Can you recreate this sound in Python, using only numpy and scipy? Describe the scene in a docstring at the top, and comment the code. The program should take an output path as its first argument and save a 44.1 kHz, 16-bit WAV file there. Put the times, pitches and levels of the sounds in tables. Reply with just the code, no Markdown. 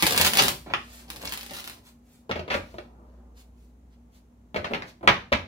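"""A deck of stiff cards is riffled, bridged, squared and knocked on a table top in a small furnished room.
Card edges, sliding faces and raps are all made of short noisy slips; each edge and rap also has one snap.
The raps make a few table tones ring. Random echoes make the room; soft noise is its air.
An appliance hums far off as two wavering tones. Two spaced microphones hear the hands move side to side."""
import sys
import numpy as np
from scipy import signal
from scipy.fft import rfft, irfft
from scipy.io import wavfile
from scipy.ndimage import uniform_filter1d

SR = 44100
rng = np.random.default_rng(int(sys.argv[2]) if len(sys.argv) > 2 else 0)


def generate_wav(sig):
    """Save sig (samples, or channels by samples) to the path in sys.argv[1] as 16-bit PCM at SR."""
    pcm = np.round(np.clip(np.atleast_2d(sig).T, -1, 1) * 32767).astype(np.int16)
    wavfile.write(sys.argv[1], SR, pcm)


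N = 241353

# Cards sliding, first the riffle, then the bridge falling shut; for each a curve of: start_s, rustle_db
SLIDE_CURVES = [
    [(0, -31.5), (.16, -35.5), (.26, -30), (.33, -43.5), (.4, -23), (.47, -36), (.53, -52)],
    [(1.08, -55.5), (1.2, -50.5), (1.36, -46.5), (1.5, -50.5), (1.65, -48.5), (1.79, -63)],
]
# Card edges let go by the thumb: start_s, level_db (of the middle part)
EDGE_FLICKS = [(0.0234, -22), (0.0662, -22.5), (0.0717, -27.5), (0.122, -28), (0.162, -30), (0.176, -20),
               (0.2123, -20), (0.2474, -21), (0.2676, -25.5), (0.274, -26), (.334, -26), (0.353, -30),
               (0.3711, -22), (0.4814, -23.5), (1.1012, -38.5), (1.16, -46.5), (1.1979, -60), (1.253, -38),
               (1.322, -36), (1.336, -37.5), (1.3738, -40), (1.4093, -46), (1.508, -47), (1.597, -52),
               (1.649, -51), (1.6751, -40.5), (1.6967, -44)]
# The pack raps the table or the palm: start_s, crack_db, dull_db, fade_s
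PACK_RAPS = [(0.0297, -18, -24.5, 0.0059), (0.1456, -24, -36, .003), (0.198, -19.5, -27, 0.0048),
             (0.6603, -51, -45, 0.036), (0.698, -44, -42.5, 0.03), (0.7362, -16.5, -37.5, 0.0026),
             (1.235, -46, -39.5, 0.011), (1.51, -43, -42.5, 0.0092), (2.293, -38, -30.5, 0.014),
             (2.312, -23, -35, 0.005), (2.356, -34.5, -34, 0.016), (2.393, -32.5, -32.5, 0.0047),
             (2.478, -38.5, -37, 0.0098), (2.501, -26.5, -37, 0.047), (2.541, -24, -25.5, 0.01),
             (2.7416, -55, -42, 0.0041), (2.7832, -37, -35, 0.0052), (4.544, -36, -28.5, 0.0061),
             (4.56, -24.5, -26.5, 0.0095), (4.643, -26.5, -37.5, 0.011), (4.7092, -45, -32.5, 0.015),
             (4.735, -25, -31.5, 0.0039), (4.746, -25.5, -38.5, 0.0059), (4.8212, -32, -49, 0.0051),
             (5.009, -64, -50, 0.0054), (5.028, -55, -38, 0.043), (5.0749, -9, -23.5, 0.0062),
             (5.0884, -12.5, -23, 0.0038), (5.3193, -26.5, -22.5, 0.0085), (5.326, -14.5, -30.5, 0.0075)]
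# Fingers brush the cards: middle_s, rustle_db, hiss_db, length_s
FINGER_BRUSHES = [(0.803, -62.5, -67, 0.41), (0.966, -58, -57, .15), (1.876, -59.5, -59.5, 0.066),
                  (2.132, -70.5, -67.5, 0.15), (2.545, -52, -53.5, 0.063), (2.697, -65, -72, 0.27),
                  (3.123, -83.5, -101.5, 0.2), (3.393, -61, -62, 0.057), (3.619, -76.5, -75.5, 0.14),
                  (3.932, -74, -81, .05), (4.158, -67.5, -69.5, 0.064), (4.887, -53, -64, 0.048)]
# Hands shift on the table: middle_s, rumble_db, length_s
HAND_SHIFTS = [(0.166, -36, 0.21), (0.424, -33, 0.15), (.9, -66, 0.52), (1.234, -54.5, 0.29),
               (1.6, -60.5, 0.53), (2.43, -57.5, 0.24), (2.945, -62, 0.86), (4.735, -46, 0.24)]
# Tones that ring in the table and pack: pitch_hz, relative_level_db, time_to_fall_60_db_s
TABLE_TONES = [(86.7, -1, 0.14), (250, -11, 0.11), (372, -12.5, 0.15), (505, -12, 0.033), (602, 6.5, 0.036),
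               (847, -10.5, 0.053)]
# Where the hands are: start_s, left_microphone_delay_ms (below zero, the left hears them first)
HAND_SIDE = [(0, .18), (1.95, .18), (2.25, -.29), (3.1, -.29), (3.3, .22), (4.3, .22), (4.5, -.29)]
# How long the room rings: pitch_hz, time_to_fall_60_db_s
ROOM_RING = [(100, 0.56), (420, 0.32), (1100, 0.3), (2900, 0.28), (7700, 0.33), (15000, 0.3)]
# Loudness of the far hum: start_s, low_tone_db, high_tone_db
HUM_LEVELS = [(0, -51, -51), (1.3, -48.5, -57.5), (2.2, -65.5, -57), (2.7, -50.5, -57), (3.3, -46.5, -58.5),
              (4.0, -51.5, -60.5), (4.5, -59, -60), (5.47, -61, -57.5)]

# Tone colours; only the shape counts. Columns in each: pitch_hz, relative_level_db (per Hz)
# Rustle of the pack
RUSTLE_COLOUR = [(400, -21.5), (800, -7), (2000, -7), (4000, -5.5), (6000, -10.5), (8600, -25.5),
                 (14000, -34)]
# Hiss of card faces, also the sharp part of a flick
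FACE_COLOUR = [(4000, -19), (7000, 1.5), (8000, -0.5), (10000, -1), (13000, -1), (16500, -2)]
# Crack of a rap
CRACK_COLOUR = [(400, -24.5), (800, -4), (2300, -5), (4000, -14.5), (6000, -26.5), (8000, -41),
                (16000, -48)]
# Dull thud and hand rumble
RUMBLE_COLOUR = [(30, -49), (50, -15.5), (90, 1.5), (240, 0.5), (500, 0.5), (900, -4), (1500, -13),
                 (3000, -40)]
# Air of the room
AIR_COLOUR = [(25, -14.5), (60, -1), (130, -9.5), (240, -7.5), (340, -15.5), (900, -23), (1600, -33),
              (5000, -43.5), (6600, -39), (8000, -44), (16000, -47)]

FLICK_FADE_S, FLICK_RISE_S, RAP_RISE_S = 0.0013, 0.000077, 0.00074
FLICK_DULL_DB, FLICK_SHARP_DB = -18, -1   # against the middle part
SNAP_AFTER_S, FLICK_SNAP, RAP_SNAP = .0012, 22, 11   # snap heights are against the slips
FULL_SNAP_FADE_S = 0.005   # contacts that fade slower than this are softer: a weaker snap
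SMALL_FLICKS_PER_S = 70   # while cards slide
SMALL_FLICK_DB, SMALL_FLICK_SPREAD_DB = 5.5, 13.5   # the strongest against the rustle; range below it
SLIDE_HISS_DB = -8   # against the rustle
FIDGET_MS = .03   # the hands never keep quite still
SPACING_M = 0.19   # between the microphones
ROOM_DB, AIR_DB = 1, -59
NEAR_ECHO_DB, NEAR_ECHO_FADE_S = 3, 0.014   # the table and the nearest wall answer first
HUM_LOW_HZ, HUM_HIGH_HZ = 59.3, 240
CUTOFF_HZ = 16500


def sliding():
    """Sliding cards rustle, their faces hiss and the hands rumble: three colours of uneven noise."""
    t = np.arange(N) / SR
    pressure = np.zeros(N)
    for rows in SLIDE_CURVES:
        while_sliding = (t >= rows[0][0]) * (t < rows[-1][0])
        pressure += from_db(in_time(rows)[0]) * while_sliding
    rustle = pressure * scratchy(2.4, 6.0)
    hiss = pressure * from_db(SLIDE_HISS_DB) * scratchy(1.5, 0.87)

    brush_rustle, brush_hiss = np.zeros((2, N))
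    for middle_s, rustle_db, hiss_db, length_s in FINGER_BRUSHES:
        brush = swell(middle_s, length_s)
        brush_rustle += from_db(rustle_db) * brush
        brush_hiss += from_db(hiss_db) * brush
    rustle += brush_rustle * scratchy(2.9, 1.2)
    hiss += brush_hiss * scratchy(1.5, 1.1)

    shifts = sum(from_db(db) * swell(middle_s, length_s) for middle_s, db, length_s in HAND_SHIFTS)
    rumble = shifts * scratchy(0.34, 1.1)
    return colour(rustle, RUSTLE_COLOUR) + colour(hiss, FACE_COLOUR) + colour(rumble, RUMBLE_COLOUR)


def flicking():
    """Card edges flick past the thumbs, each with a middle, a dull and a sharp part."""
    events = []
    for s, db in list(EDGE_FLICKS) + small_flicks():
        events.append((s, FLICK_FADE_S, db, db + FLICK_DULL_DB, db + FLICK_SHARP_DB))
    return contacts(events, FLICK_RISE_S, RUSTLE_COLOUR, FLICK_SNAP)


def small_flicks():
    """Lesser card edges go at random moments while the cards slide."""
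    flicks = []
    for rows in SLIDE_CURVES:
        s, db = np.transpose(rows)
        duration = s[-1] - s[0]
        moment, weakness = rng.random((round(SMALL_FLICKS_PER_S * duration), 2)).T
        when = s[0] + moment * duration
        level_db = np.interp(when, s, db) + SMALL_FLICK_DB - SMALL_FLICK_SPREAD_DB * weakness
        flicks += zip(when, level_db)
    return flicks


def rapping():
    """The pack raps the table or the palm, with a crack and a dull part."""
    events = [(s, fade_s, crack_db, dull_db) for s, crack_db, dull_db, fade_s in PACK_RAPS]
    return contacts(events, RAP_RISE_S, CRACK_COLOUR, RAP_SNAP)


def contacts(events, rise_s, spectrum, snap):
    """Each contact is a dying burst of slips with one snap in it; its dull part drives the table."""
    force = np.zeros((3, N))   # middle, dull, sharp
    t = np.arange(2400) / SR
    for s, fade_s, *levels_db in events:
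        start, parts = round(s * SR), len(levels_db)
        shape = (1 - np.exp(-t / rise_s)) * np.exp(-t / max(fade_s, .0003))
        burst = slips(shape, parts)
        snap_height = snap * min(1, FULL_SNAP_FADE_S / fade_s)
        burst[:, round(SNAP_AFTER_S * SR)] += snap_height * rng.choice([-1, 1])
        force[:parts, start:start + len(t)] += from_db(levels_db)[:, None] * burst
    middle, dull, sharp = force
    return colour(middle, spectrum) + table_top(dull) + colour(sharp, FACE_COLOUR)


def slips(shape, count):
    """Bursts of slips that follow a shape, evened out so that no pitch stands out."""
    burst = shape * rng.standard_normal((count, len(shape)))
    for _ in range(3):
        spectrum = rfft(burst)
        burst = irfft(spectrum / (np.abs(spectrum) + 1e-12), len(shape))   # all pitches equal
        size = np.sqrt(uniform_filter1d(burst ** 2, size=64) + 1e-12)
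        burst = shape * burst / size   # back to the shape
    return burst


def scratchy(spread_db, lumps_db):
    """Dense uneven slips of card on card, coming in lumps."""
    uneven_db = spread_db * np.minimum(rng.exponential(1, N), 5)
    sizes = from_db(uneven_db + lumps_db * drift(56))
    return rms_one(sizes * rng.standard_normal(N))


def table_top(force):
    """The table and the pack ring briefly at a few pitches, over a dull thud."""
    out = colour(force, RUMBLE_COLOUR)
    for hz, level_db, t60 in TABLE_TONES:
        r = from_db(-60 / (t60 * SR))   # what is left after one sample
        w = 2 * np.pi * hz / SR
        ring = signal.lfilter([0, np.sin(w)], [1, -2 * r * np.cos(w), r * r], force + 1e-18)
        out += from_db(level_db - 28) * ring
    return out


def two_microphones(cards):
    """Sound takes time to travel, so it reaches the nearer microphone first."""
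    late_ms = in_time(HAND_SIDE)[0] + FIDGET_MS * drift(4)
    late = np.round(late_ms * SR / 1000).astype(int)
    left = cards[np.clip(np.arange(N) - late, 0, N - 1)]
    return np.array([left, cards])


def room(x, size=4000):
    """The cards keep moving, so about each tenth of a second meets another of twelve echo patterns."""
    out = np.zeros((2, N + SR))
    patterns = [echoes() for _ in range(12)]
    fade = np.sqrt(signal.windows.hann(2 * size, sym=False))   # neighbours overlap
    padded = np.pad(x, (size, 2 * size))
    for k, start in enumerate(range(0, N + size, size)):
        piece = padded[start:start + 2 * size] * fade
        wet = signal.fftconvolve(piece[None], patterns[k % 12], axes=1)
        out[:, start:start + wet.shape[1]] += wet
    return out[:, size:size + N]


def echoes():
    """Echoes from all sides: a strong early cluster, then a tail that dies at its own speed in each band."""
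    t = np.arange(SR // 3) / SR
    edges = 40 * 2. ** np.arange(10)   # Hz, an octave apart
    noise, tail = diffuse(len(t)), 0
    for k, (low, high) in enumerate(zip(edges, edges[1:])):
        octave = signal.butter(2, [low, high], "band", fs=SR, output="sos")
        band = signal.sosfilt(octave, noise)
        fade = from_db(-60 * t / at_hz(ROOM_RING, np.sqrt(low * high)))
        tail = tail + (-1) ** k * band * fade   # signs alternate: no gaps between bands
    near = 1 + from_db(NEAR_ECHO_DB) * np.exp(-t / NEAR_ECHO_FADE_S)
    tail = tail * (1 - np.exp(-t / 0.00045)) * near
    return tail / np.sqrt(np.sum(tail ** 2) / 2)


def room_air():
    """Soft steady noise of the air, coming from all sides."""
    sides = diffuse(N + 1)[:, :N]   # one spare sample makes the length even
    return from_db(AIR_DB) * np.array([colour(side, AIR_COLOUR) for side in sides])


def diffuse(length):
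    """White noise from all sides: alike at both microphones in the bass, unrelated in the treble."""
    hz = np.fft.rfftfreq(length, 1 / SR)
    alike = np.sinc(2 * hz * SPACING_M / 343)   # 343 m/s: speed of sound
    mid, side = rfft(rng.standard_normal((2, length)))
    shared = np.sqrt(.5 + alike / 2) * mid
    opposed = np.sqrt(.5 - alike / 2) * side * [[1], [-1]]
    return irfft(shared + opposed, length)


def hum():
    """A far appliance hums: two tones waver in level and pitch, the same at both microphones."""
    low_db, high_db = in_time(HUM_LEVELS)
    t = np.arange(N) / SR
    low_gain = from_db(low_db + 0.49 * drift(6))
    high_gain = from_db(high_db + 2.5 * drift(8))
    low = low_gain * np.sin(2 * np.pi * HUM_LOW_HZ * t + .25 * drift(3))
    high = high_gain * np.sin(2 * np.pi * HUM_HIGH_HZ * t + .6 * drift(2.4))
    return low + high


def swell(middle_s, length_s):
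    """A smooth rise and fall around a moment."""
    return np.exp(-(2 * (np.arange(N) / SR - middle_s) / length_s) ** 2)


def drift(rate_hz):
    """Slow random wander with an rms of about 1."""
    r = np.exp(-2 * np.pi * rate_hz / SR)
    noise = rng.standard_normal(N + SR)
    return rms_one(signal.lfilter([1], [1, -2 * r, r * r], noise)[SR:])   # first second: settling


def colour(x, spectrum):
    """Filters to a tone colour without looking ahead (minimum phase); white noise keeps its rms."""
    gain = from_db(at_hz(spectrum, np.fft.rfftfreq(4096, 1 / SR)))
    fold = irfft(np.log(rms_one(gain)))
    fold[1:2048] *= 2   # folding the log spectrum's second half
    fold[2049:] = 0     # onto its first puts the response after time zero
    response = irfft(np.exp(rfft(fold)))
    return signal.fftconvolve(x, response)[:len(x)]


def at_hz(points, hz):
    """Reads a table at a pitch, on a log-frequency axis."""
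    table_hz, values = np.array(points)[:, :2].T
    return np.interp(np.log(hz + 1), np.log(table_hz), values)


def in_time(rows):
    """Columns of a curve table, one value a sample."""
    s, *columns = np.transpose(rows)
    return [np.interp(np.arange(N) / SR, s, c) for c in columns]


def rms_one(x):
    """Scales to unit rms."""
    return x / np.sqrt(np.mean(x ** 2) + 1e-20)


def from_db(db):
    """Decibels to gain."""
    return 10 ** (np.asarray(db) / 20)


def scene():
    """The cards come straight to the microphones; the room, its air and the hum surround them."""
    cards = sliding() + flicking() + rapping()
    direct = two_microphones(cards)
    return direct + from_db(ROOM_DB) * room(cards) + room_air() + hum()


def record(dry):
    """The deepest bass is lost, the highest peaks are rounded, the top is cut."""
    bass_cut = signal.butter(3, 45, "high", fs=SR, output="sos")
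    top_cut = signal.cheby2(18, 80, CUTOFF_HZ, fs=SR, output="sos")
    thin = signal.sosfilt(bass_cut, dry)
    rounded = 1.5 * np.tanh(thin / 1.5)
    return signal.sosfilt(top_cut, rounded)


dry = scene()
out = record(dry)
generate_wav(out)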